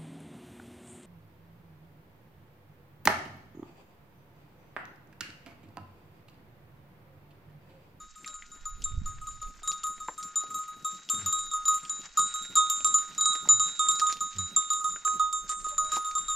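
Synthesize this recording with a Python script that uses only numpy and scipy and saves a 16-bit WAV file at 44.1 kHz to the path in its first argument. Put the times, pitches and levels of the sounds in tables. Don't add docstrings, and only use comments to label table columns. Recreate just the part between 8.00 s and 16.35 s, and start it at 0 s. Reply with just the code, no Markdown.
import sys
import numpy as np
from scipy import signal
from scipy.fft import rfft, irfft
from scipy.io import wavfile
from scipy.ndimage import uniform_filter1d

SR = 44100
rng = np.random.default_rng(int(sys.argv[2]) if len(sys.argv) > 2 else 0)


def persist_wave(psi):
    counts = np.round(np.clip(psi, -1, 1) * 32767).astype(np.int16)
    wavfile.write(sys.argv[1], SR, np.atleast_2d(counts).T)


N = 368235


def gain_of(db):
    return 10 ** (np.asarray(db) / 20)


def evened(x):
    return x / np.sqrt(np.mean(x ** 2) + 1e-20)


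def read(points, hz, column=1):
    table = np.transpose(points)
    return np.interp(np.log(hz + 1), np.log(table[0] + 1), table[column])


def curve(rows, column=1):
    table = np.transpose(rows)
    return np.interp(np.arange(N) / SR, table[0], table[column])


def held(rows):
    start_s, t = np.transpose(rows)[0], np.arange(N) / SR
    last = np.maximum(np.searchsorted(start_s, t) - 1, 0)
    return last, t - start_s[last]


def add(mix, start_s, sound):
    part = mix[:, round(start_s * SR):][:, :sound.shape[-1]]
    part += sound[..., :part.shape[-1]]


def drift(top_hz):
    t = np.arange(N // 64 + 2) * 64 / SR
    slow = 0
    for f in np.geomspace(top_hz / 10, top_hz, 16):
        slow = slow + np.sin(2 * np.pi * (f * t + rng.random())) / np.sqrt(f)
    return np.interp(np.arange(N) / SR, t, evened(slow - slow.mean()))


def band(x, lo_hz, hi_hz):
    return signal.sosfilt(signal.butter(2, [lo_hz, hi_hz], "bandpass", fs=SR, output="sos"), x)


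# f/Hz, likeness/1
LIKENESS = [(60, 0.83), (180, 0.9), (540, 0.75), (1640, 0.7), (4940, 0.73), (14900, 1)]


def coloured(x, shape):
    hz = np.fft.rfftfreq(N, 1 / SR)
    a, b = rfft(x) * gain_of(read(shape, hz))
    same = np.clip(read(LIKENESS, hz), -1, 1)
    return evened(irfft([a, same * a + np.sqrt(1 - same ** 2) * b], N))


# t/s, level/dB
WIND_LEVEL = [(0.0, -56), (0.23, -65.5), (1.0, -36.5), (1.39, -54.5), (1.46, -41.5), (1.53, -53.5),
              (3.16, -76), (3.46, -51.5), (3.56, -62), (5.86, -67.5), (6.05, -63), (6.6, -68), (7.91, -52),
              (8.02, -65), (8.35, -49)]
# t/s, level/dB
GUST_LEVEL = [(0.4, -96), (0.964, -39), (1.546, -62.5), (1.6, -83)]
# t/s, peak/dB, half-width/s
PUSHES = [(0.943, -29, 0.0032), (0.981, -23.5, .003), (0.994, -26, 0.0028), (1.019, -27, 0.0017)]


def wind(lumps_db=1.5, right_db=5.0, gust_db=-6.0):
    t = np.arange(N) / SR
    a, b, c = rng.standard_normal((3, N))
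    ports = np.array([a + 0.35 * b, a - 0.24 * b])
    lumps = evened(band(band(ports, 6.5, 32.5), 5.2, 140.0)) * gain_of(curve(WIND_LEVEL))
    blowing = (t > GUST_LEVEL[0][0]) * (t < GUST_LEVEL[-1][0])
    gust = evened(band(c, 75.0, 136.0)) * gain_of(curve(GUST_LEVEL) + gust_db) * blowing
    pushes = 0
    for s, db, half_width_s in PUSHES:
        u2 = ((t - s) / half_width_s) ** 2 / 2
        pushes = pushes + gain_of(db) * (1 - u2) * np.exp(-u2)
    mix = (lumps + gust) * gain_of(lumps_db * drift(25.)) + pushes
    return mix * gain_of([[-right_db / 2], [right_db / 2]])


def voices(calls, tone_db, order, rough_db):
    out = np.zeros((2, N))
    for rows in calls:
        s, hz, db = np.transpose(rows)
        t = np.arange(s[0], s[-1], 1 / SR)
        phase = 2 * np.pi * np.cumsum(np.interp(t, s, hz) / order) / SR
        stack = sum(gain_of(d) * np.sin((k + 1) * phase) for k, d in enumerate(tone_db))
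        level = np.sqrt(2) * gain_of(np.interp(t, s, db))
        roughness = gain_of(rough_db * drift(61.0)[:len(t)])
        add(out, s[0], level * stack * roughness * signal.windows.tukey(len(t), .3))
    return out


# t/s, f of 2nd harmonic/Hz, level/dB
BLEAT_TRACKS = [
    [(0.28, 640, -78), (0.298, 606, -57), (0.346, 562, -75), (0.376, 587.6, -87), (0.4, 570, -91)],
    [(7.69, 603, -67), (7.732, 590, -47.5), (7.758, 575, -66), (7.796, 630.1, -52), (7.95, 627, -57)],
]
BLEAT_HARMONICS = [-54, -4.5, -13, -17]


def bleats():
    return voices(BLEAT_TRACKS, BLEAT_HARMONICS, order=2, rough_db=1.0)


# t/s, length/s, first f/Hz, mid level before the port tilt/dB
GRUNT_CALLS = [(3.162, 0.16, 110, -49.5), (5.514, .14, 113.8, -53.5), (6.345, 0.14, 103.7, -43)]
GRUNT_HARMONICS = [0, -9.5, -28, -25]


def grunts(sag_hz_per_s=175, ends_db=-7, right_db=3.0):
    u = np.linspace(0, 1, 9)
    calls = []
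    for s, length_s, hz, db in GRUNT_CALLS:
        arch_db = db + ends_db * (2 * u - 1) ** 2
        calls.append(np.transpose([s + u * length_s, hz - sag_hz_per_s * u * length_s, arch_db]))
    tilt = gain_of([[-right_db / 2], [right_db / 2]])
    return voices(calls, GRUNT_HARMONICS, order=1, rough_db=2.5) * tilt


# t/s, grit level/dB, earthy scrape level/dB
SHUFFLE_LEVEL = [(0.0, -66.5, -70.5), (2.93, -62.5, -64.5), (3.28, -59.5, -56), (3.58, -63, -74),
                 (3.81, -58.5, -65), (5.95, -58.5, -62.5), (7.42, -64, -67.5), (7.95, -59.5, -64),
                 (8.07, -58.5, -71), (8.35, -60, -66.5)]
# t/s, length/s, added grit level/dB
SCUFF_EVENTS = [(3.165, 0.15, -53), (4.028, 0.05, -48), (5.673, 0.037, -56), (5.987, 0.021, -34.5),
                (6.083, 0.061, -45.5), (6.323, .12, -59.5), (7.474, 0.069, -47), (7.895, 0.1, -45.5)]
# f/Hz, relative level/dB
GRIT_SHAPE = [(600, 0), (1600, 11), (3400, 3.5), (5700, 6.5), (7400, 10.5), (9000, -24), (12400, -50),
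              (15300, -61)]
# f/Hz, relative level/dB
EARTH_SHAPE = [(90, -5), (130, 3.5), (180, 8), (400, -2), (900, -15), (1500, -23.5)]


def shuffle(grains_per_s=600, spread_db=4.5, hiss=0.16, grit_db=4.5, earth_db=3.5):
    grit = 0
    for lo_hz, hi_hz in [(300, 2200), (2200, 4500), (4500, 15000)]:
        size = gain_of(spread_db * np.minimum(rng.exponential(1, N), 4))
        hits = size * (rng.random(N) < grains_per_s / SR)
        grains = signal.oaconvolve(hits, np.exp(-np.arange(600) / 190.0))[:N]
        patches = gain_of(1.5 * drift(15.))
        grit = grit + band((hiss + evened(grains)) * patches * rng.standard_normal((2, N)), lo_hz, hi_hz)
    level = gain_of(curve(SHUFFLE_LEVEL) + grit_db)[None]
    for s, length_s, db in SCUFF_EVENTS:
        add(level, s, gain_of(db) * signal.windows.tukey(round(length_s * SR), .6))
    earth = coloured(rng.standard_normal((2, N)) * gain_of(5.5 * drift(30.)), EARTH_SHAPE)
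    earth_level = gain_of(curve(SHUFFLE_LEVEL, column=2) + earth_db)
    return coloured(grit, GRIT_SHAPE) * level + earth * earth_level


# t/s, knock/dB, knock f/Hz, ground thump/dB, grit/dB
STONE_HITS = [(0.2454, -41, 2330, -71, -48), (0.2505, -49, 2240, -73.5, -60),
              (0.277, -50, 1520, -65, -35.5), (0.4228, -44, 2100, -77, -63), (0.821, -48.5, 3200, -67, -40),
              (1.4272, -57, 2120, -59, -45), (1.6227, -73, 1840, -58, -67), (1.676, -52, 1750, -61, -60),
              (1.717, -43.5, 3160, -60.5, -32), (1.834, -45, 3120, -67, -41), (1.98, -53, 2000, -61, -66),
              (2.0844, -31.5, 1037, -42, -61), (2.2284, -56, 2240, -70, -36.5),
              (2.437, -67, 1860, -49, -44), (3.0898, -37.5, 3220, -59, -39),
              (3.8516, -43.5, 2980, -67, -47), (4.0164, -53, 3200, -81, -46),
              (4.451, -45.5, 1890, -61, -44), (4.805, -44, 2800, -55, -60), (4.8723, -57.5, 940, -55, -34),
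              (5.149, -52.5, 2220, -72, -41), (5.3528, -41, 1740, -49, -38), (5.455, -44.5, 930, -59, -60),
              (5.475, -49, 1920, -47, -44), (5.8677, -49, 1690, -67, -55), (5.9555, -58, 1570, -60, -38),
              (5.997, -40, 1730, -52, -25), (6.1258, -41, 2500, -51, -26.5), (6.1694, -47, 2810, -62, -43),
              (6.9604, -39, 1380, -54.5, -62), (7.0752, -40, 1450, -53.5, -48),
              (7.6659, -54, 1610, -48.5, -50), (7.9319, -48, 2880, -50, -45), (7.9675, -39, 1010, -40, -42),
              (8.112, -48, 2300, -69, -42)]
# t/s, side/1 (0 left, 1 right, beyond 1 further right)
SIDE = [(0, 0.), (1, 0.), (3, 0.12), (5, 1.16), (6.3, 1.25), (7.3, 1.47), (8.35, 0.48)]


def stones(knock_s=0.0055, thump_s=0.012, grit_s=0.0087, tail_db=-18, tail_s=0.025, snap=14.7,
           width=0.14, overtone=1.62, overtone_db=-7.5, thump_hz=495, peak_db=8.5):
    out, t = np.zeros(N)[None], np.arange(4000) / SR
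    for s, knock_db, knock_hz, thump_db, grit_db in STONE_HITS:
        lo_hz, hi_hz = (1 - width) * knock_hz, (1 + width) * knock_hz
        parts = [(knock_db, lo_hz, hi_hz, knock_s),
                 (knock_db + overtone_db, overtone * lo_hz, overtone * hi_hz, knock_s),
                 (thump_db, 0.5 * thump_hz, 1.75 * thump_hz, thump_s),
                 (grit_db, 3600, 6800, grit_s)]
        for db, lo_hz, hi_hz, fade_s in parts:
            struck = rng.standard_normal(len(t)) + snap * (t == 0)
            fade = np.exp(-t / fade_s) + gain_of(tail_db) * np.exp(-t / tail_s)
            part = band(struck * fade, lo_hz, hi_hz)
            add(out, s, gain_of(db + peak_db) * part / abs(part).max())
    pan_db = 1.5 - 3.8 * curve(SIDE)
    return out * gain_of([pan_db / 2, -pan_db / 2])


# f/Hz, before the shift of coming and going
MODE_HZ = [1252, 3698, 3827, 6520, 6646, 7053, 7262, 8138, 8405, 8841, 9976, 10425, 11805, 12200, 12440,
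           12800, 13571, 14023, 14664, 11660, 11980, 12855, 14200]
# t/s, f of upper bright mode/Hz
SHIFT = [(0, 7268), (3.5, 7268), (4.6, 7260), (6.1, 7247), (8.35, 7247)]


def pitch_ratio():
    return curve(SHIFT) / MODE_HZ[6]


# t/s, level/dB
PARTNER_TOUCHES = [(0, -73.5), (.262, -60.5), (.75, -65), (1.215, -71), (1.631, -61), (2.001, -75),
                   (2.18, -59), (2.68, -68), (3.098, -56), (3.326, -61), (3.515, -59), (3.831, -63),
                   (4.172, -51), (4.845, -59), (5.209, -52.5), (5.792, -54), (5.915, -50), (6.066, -72),
                   (6.384, -60), (7.327, -64), (7.781, -54), (8.047, -56)]


def partner(hz=1414, t60_s=8.6, wander_hz=1.3):
    last, since_s = held(PARTNER_TOUCHES)
    level_db = np.transpose(PARTNER_TOUCHES)[1][last] - 60 * since_s / t60_s
    level = uniform_filter1d(gain_of(level_db), 200)
    return level * np.sin(2 * np.pi * np.cumsum(hz * pitch_ratio() + wander_hz * drift(2.4)) / SR)


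# t/s, hum level/dB, hardness (bright pair over hum)/dB, bright pair's upper share/1,
# low pair over hum/dB, low pair's upper share/1
TOUCHES = [(0.0, -41, -6.5, 0.4, -17.5, 0.5), (0.156, -45.5, 0, 0.8, -19, 0.36),
           (0.26, -41.5, 1, 0.73, -11.5, 0.7), (0.34, -43, 3.3, 0.4, -20, 0.7),
           (0.516, -50, 6.6, 0.44, -11.8, 0.7), (0.654, -33, 0, 0.07, -23, 0.6),
           (0.84, -64, 37.5, 0.73, 16, 0.7), (0.854, -36.5, -0.5, 0.78, -14, 0.28),
           (1.058, -35, -0.2, 0.28, -20, 0.2), (1.213, -36, -9.0, 1, -29, 0.9),
           (1.269, -29.5, -11, 0.6, -24, 0.81), (1.288, -42.5, 2, 0.46, -18.2, 0.9),
           (1.345, -45.5, -2.5, 0.1, -14, 0.5), (1.415, -33, -7, 0.17, -23.5, 0),
           (1.631, -32.5, -4, 0.36, -15.5, 0.25), (1.675, -28.5, 4.5, 0.3, -13.5, 0.79),
           (1.712, -52, 8, 0.5, -6, 0.8), (1.727, -38.5, 0.5, 0.3, -9, 0.24),
           (1.836, -27.5, -2, 0.65, -17.5, 0.45), (1.868, -30.5, -1.5, 0.4, -20, 0.52),
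           (2.001, -31, -11, 0.8, -21.1, 0.2), (2.077, -46.5, 3.3, 0.8, -13, 0.42),
           (2.178, -31.8, -7, 0.85, -21.5, 0.4), (2.23, -37, -0.5, 0.54, -20.9, 0.4),
           (2.357, -34.5, 10.5, 0.37, -10, 0.7), (2.407, -34, -5, 0.26, -16, 0.82),
           (2.503, -36.2, -3, 0.97, -21, 0.6), (2.543, -27, -4, 0.74, -19.5, 0.9),
           (2.588, -28.0, -9.5, 0.7, -27, 0.4), (2.679, -31, -14, 0.35, -21, 0.8),
           (2.846, -26.5, -3.5, 0.93, -15.5, 0.4), (3.098, -28, 7, 0.99, -15, 0.2),
           (3.145, -35, 9, 0.94, -5, 0.22), (3.26, -27.5, 2.7, 0.23, -13.5, 0.34),
           (3.325, -25, 2.5, 0.85, -11, 0.6), (3.389, -35, 8.5, 0.28, -6.5, 0.61),
           (3.457, -44.5, 5, 0.1, 1, 0.49), (3.513, -31, -4.5, 0.7, -7.5, 0.3),
           (3.534, -21, -9.5, 0.45, -21.2, 0), (3.654, -29, 5, 0, -12.5, 0.97),
           (3.68, -18, -2.5, 0.26, -20, 0.54), (3.741, -28.5, 3.5, 0.42, -18, 0.8),
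           (3.783, -46.5, 7, 0.9, -5, 0.4), (3.83, -39.5, -2, 0.6, -19, 0),
           (3.895, -35, 11, 0.02, -13.5, 0.8), (4.172, -18, -1, 0.03, -16, 0.8),
           (4.192, -22.5, 4.5, 0.27, -12, 0.4), (4.339, -26, -1.5, 0.85, -11.5, 0.82),
           (4.423, -53, 20, 0.85, 12, 0.55), (4.554, -25.5, 6, 0, -8, 0.7),
           (4.568, -15.5, -5, 0.62, -13.5, 0.23), (4.698, -26, 8.5, 0.83, -9, 0.1),
           (4.845, -23, 8, 0.92, -13.5, 0.45), (4.941, -21, 2.5, 0.22, -20.5, 1),
           (4.985, -28.5, 1.5, 0.15, -15, 0.5), (5.179, -30.5, 3, 0.04, -7, 0.8),
           (5.209, -29.5, 10.5, 0.02, -4, 0.94), (5.255, -21.5, 5.5, 0.2, -9, 0.84),
           (5.331, -29.5, 4.6, 0.8, -8.5, 0.28), (5.488, -25.5, 10.5, 0, -6.5, 0.94),
           (5.596, -22.5, 4, 0.34, -8.5, 0.71), (5.669, -43.5, 14.5, 0.54, 6.5, 0.52),
           (5.792, -16, -6.5, 0.7, -11.5, 0.02), (5.885, -24.5, 6.5, 1, -6.5, 0.11),
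           (5.914, -29, 9, 0.36, -11, 0.62), (6.015, -20, -8.6, 0.8, -18.5, 0.82),
           (6.067, -26.5, 1.2, 0.39, -11.2, 0.1), (6.121, -36, -1.5, 0.1, -5, 0),
           (6.206, -23, -5, 0.42, -18, 0.3), (6.384, -33, 8, 0.03, -6.5, 0.95),
           (6.562, -25, 3.5, 0.86, -11, 0.12), (6.702, -22.5, -2.5, 0, -17, 0.58),
           (6.732, -30, 7.9, 0.67, -9, 0.23), (6.804, -31, -5.5, 0.5, -26, 1),
           (6.842, -21.5, -7, 0.7, -19.5, 0.21), (6.898, -46.5, 14.1, 0.36, 3, 0.2),
           (6.921, -36.5, 4.5, 0.3, -10.5, 0.2), (7.049, -17.5, -7, 0.83, -26.5, 0.68),
           (7.195, -14.5, -15, 0.55, -22.5, 0.098), (7.327, -25.5, -0.5, 0.8, -15, 0.04),
           (7.492, -25, -2, 0.86, -18.5, 0.07), (7.643, -27.2, -7.5, 0.56, -21.5, 0.12),
           (7.685, -35, 4, 0.86, -15, 0.44), (7.78, -21.5, -1.5, 0, -23, 0.63),
           (7.845, -29.5, -3, 0.24, -12.5, 0.94), (7.918, -21.5, -3.5, 0.6, -16, 0.84),
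           (7.963, -23, -8.5, 0.29, -21, 0.23), (8.046, -28.5, -2.5, 0.9, -12.5, 0.07),
           (8.069, -27, -8, 0.48, -17.5, 0.1), (8.151, -23.5, -4, 0.85, -19.3, 0.05),
           (8.181, -37, 10.5, 1, -7, 0.27), (8.282, -26, -3, 0.94, -12, 0.7),
           (8.299, -28, 1.5, 0.65, -12, 0.1)]
# level over hum/dB, t60/s before the 3800/f cap
MODES = [(0.0, 0.33), (1, 0.49), (0.5, 1), (-15, 0.75), (-19.5, 0.99), (1, 0.31), (-0.5, 0.37),
         (-21.5, 0.14), (-24.5, 0.55), (-31, 0.062), (-29, 0.25), (-31, 0.09), (-46.5, 0.16), (-50, 0.6),
         (-49, 0.044), (-32.5, 0.14), (-72, 0.09), (-44, 0.12), (-62, 0.18), (-41, 0.12), (-33.5, 0.21),
         (-41.5, 0.11), (-49, 0.12)]
MODE_FAMILY = [0, 1, 1, 2, 2, 3, 3] + [4] * 16
HARDNESS_SHARE = [0.1, 0.078, 0.62, 1, 0.72]
# f/Hz, left source level/dB, phase/rad, right source level/dB, phase/rad (left re right)
PORT_DIFFERENCE = [(1252, 1.4, .08, -2.2, -.23), (3750, 2.6, -.11, -4.5, -.6), (6600, 1., .07, -.5, -.09),
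                   (7150, 2.2, .2, .7, -.1), (8400, 6.8, .7, .8, -.5), (10200, 7., .8, 3.5, -.6),
                   (12400, 10., .5, 6., 2.2), (14200, 10., .3, 5.5, 1.2)]


def bell_ticks(tick_db=-7.5, fade_s=0.003):
    out = np.zeros((2, N))
    s, hum_db, hard_db = np.transpose(TOUCHES)[:3]
    ring = gain_of(hum_db + hard_db)
    left_over = ring[:-1] * gain_of(-60 * np.diff(s) / 0.024)
    for at, lift in zip(s[1:], np.maximum(ring[1:] - left_over, 0)):
        tick = rng.standard_normal(400) * np.exp(-np.arange(400) / (fade_s * SR))
        add(out, at, lift * gain_of(tick_db) * band(tick, 3120, 6300))
    return out


def bell(sway_db=2.0, hum_sway_db=1.9, sway_hz=14, rise_s=0.00037, hum_rise_s=0.002, swing=0.00068):
    s, hum_db, hard_db, bright, low_db, low = np.transpose(TOUCHES)
    out = bell_ticks()
    last, since_s = held(TOUCHES)
    turns = 2 * np.pi * np.cumsum(pitch_ratio() + swing * drift(7.3)) / SR
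    side, luck = curve(SIDE), rng.standard_normal((len(s), len(MODES), 2))
    angles = np.clip([low, rng.random(len(s)), bright], .01, .99) * np.pi / 2
    split = [np.ones(len(s))]
    for angle in angles:
        split += [np.cos(angle), np.sin(angle)]
    split += [np.ones(len(s))] * MODE_FAMILY.count(4)
    for k, (hz, (db, t60_s)) in enumerate(zip(MODE_HZ, MODES)):
        family = MODE_FAMILY[k]
        top = family == max(MODE_FAMILY)
        struck_db = hum_db + HARDNESS_SHARE[family] * hard_db + (family == 1) * low_db + db
        struck_db = struck_db + 5. * top * luck[:, k, 0]
        decay_db = -60 * since_s / min(t60_s, 3800.0 / hz)
        waver_db = (sway_db if k else hum_sway_db) * drift(sway_hz)
        flicker_db = (2.1 * (k > 4) + 2.5 * (hz > 9500)) * drift(40. + 79.0 * top)
        level = (split[k] * gain_of(struck_db))[last] * gain_of(decay_db + waver_db + flicker_db)
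        step = 1 / (1 + (rise_s if k else hum_rise_s) * SR)
        level = signal.lfilter([step ** 2], np.convolve([1, step - 1], [1, step - 1]), level)
        nudge = uniform_filter1d(np.cumsum(luck[:, k, 1])[last], 250)
        phase = hz * turns + nudge
        pan_db, lead = ((1 - side) * read(PORT_DIFFERENCE, hz, column=c)
                        + side * read(PORT_DIFFERENCE, hz, column=c + 2) for c in (1, 2))
        out += level * gain_of([pan_db / 2, -pan_db / 2]) * np.sin([phase + lead / 2, phase - lead / 2])
    return out


def slope(x, t60_s=0.24, apart=0.47):
    length = SR // 3
    slots = np.arange(200, length - 20, 20)
    at = slots + rng.integers(0, 20, (2, len(slots)))
    taps = np.zeros((2, length))
    np.put_along_axis(taps, at, rng.choice([-1., 1.], at.shape), 1)
    taps = np.array([taps[0] + apart * taps[1], taps[0] - apart * taps[1]])
    taps = taps * gain_of(-60 * np.arange(length) / SR / t60_s)
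    return signal.fftconvolve(x, taps / np.linalg.norm(taps[0]), axes=1)[:, :N]


def scene():
    background = wind() + bleats() + grunts() + shuffle()
    near = stones() + bell()
    echoes = gain_of(-19) * slope(near)
    return background + near + echoes + partner()


def record(dry, edge_hz=15450):
    low_pass = signal.firwin(511, edge_hz, window=("kaiser", 9), fs=SR)
    return signal.oaconvolve(dry, low_pass[None], "same")


dry = scene()
out = record(dry)
persist_wave(out)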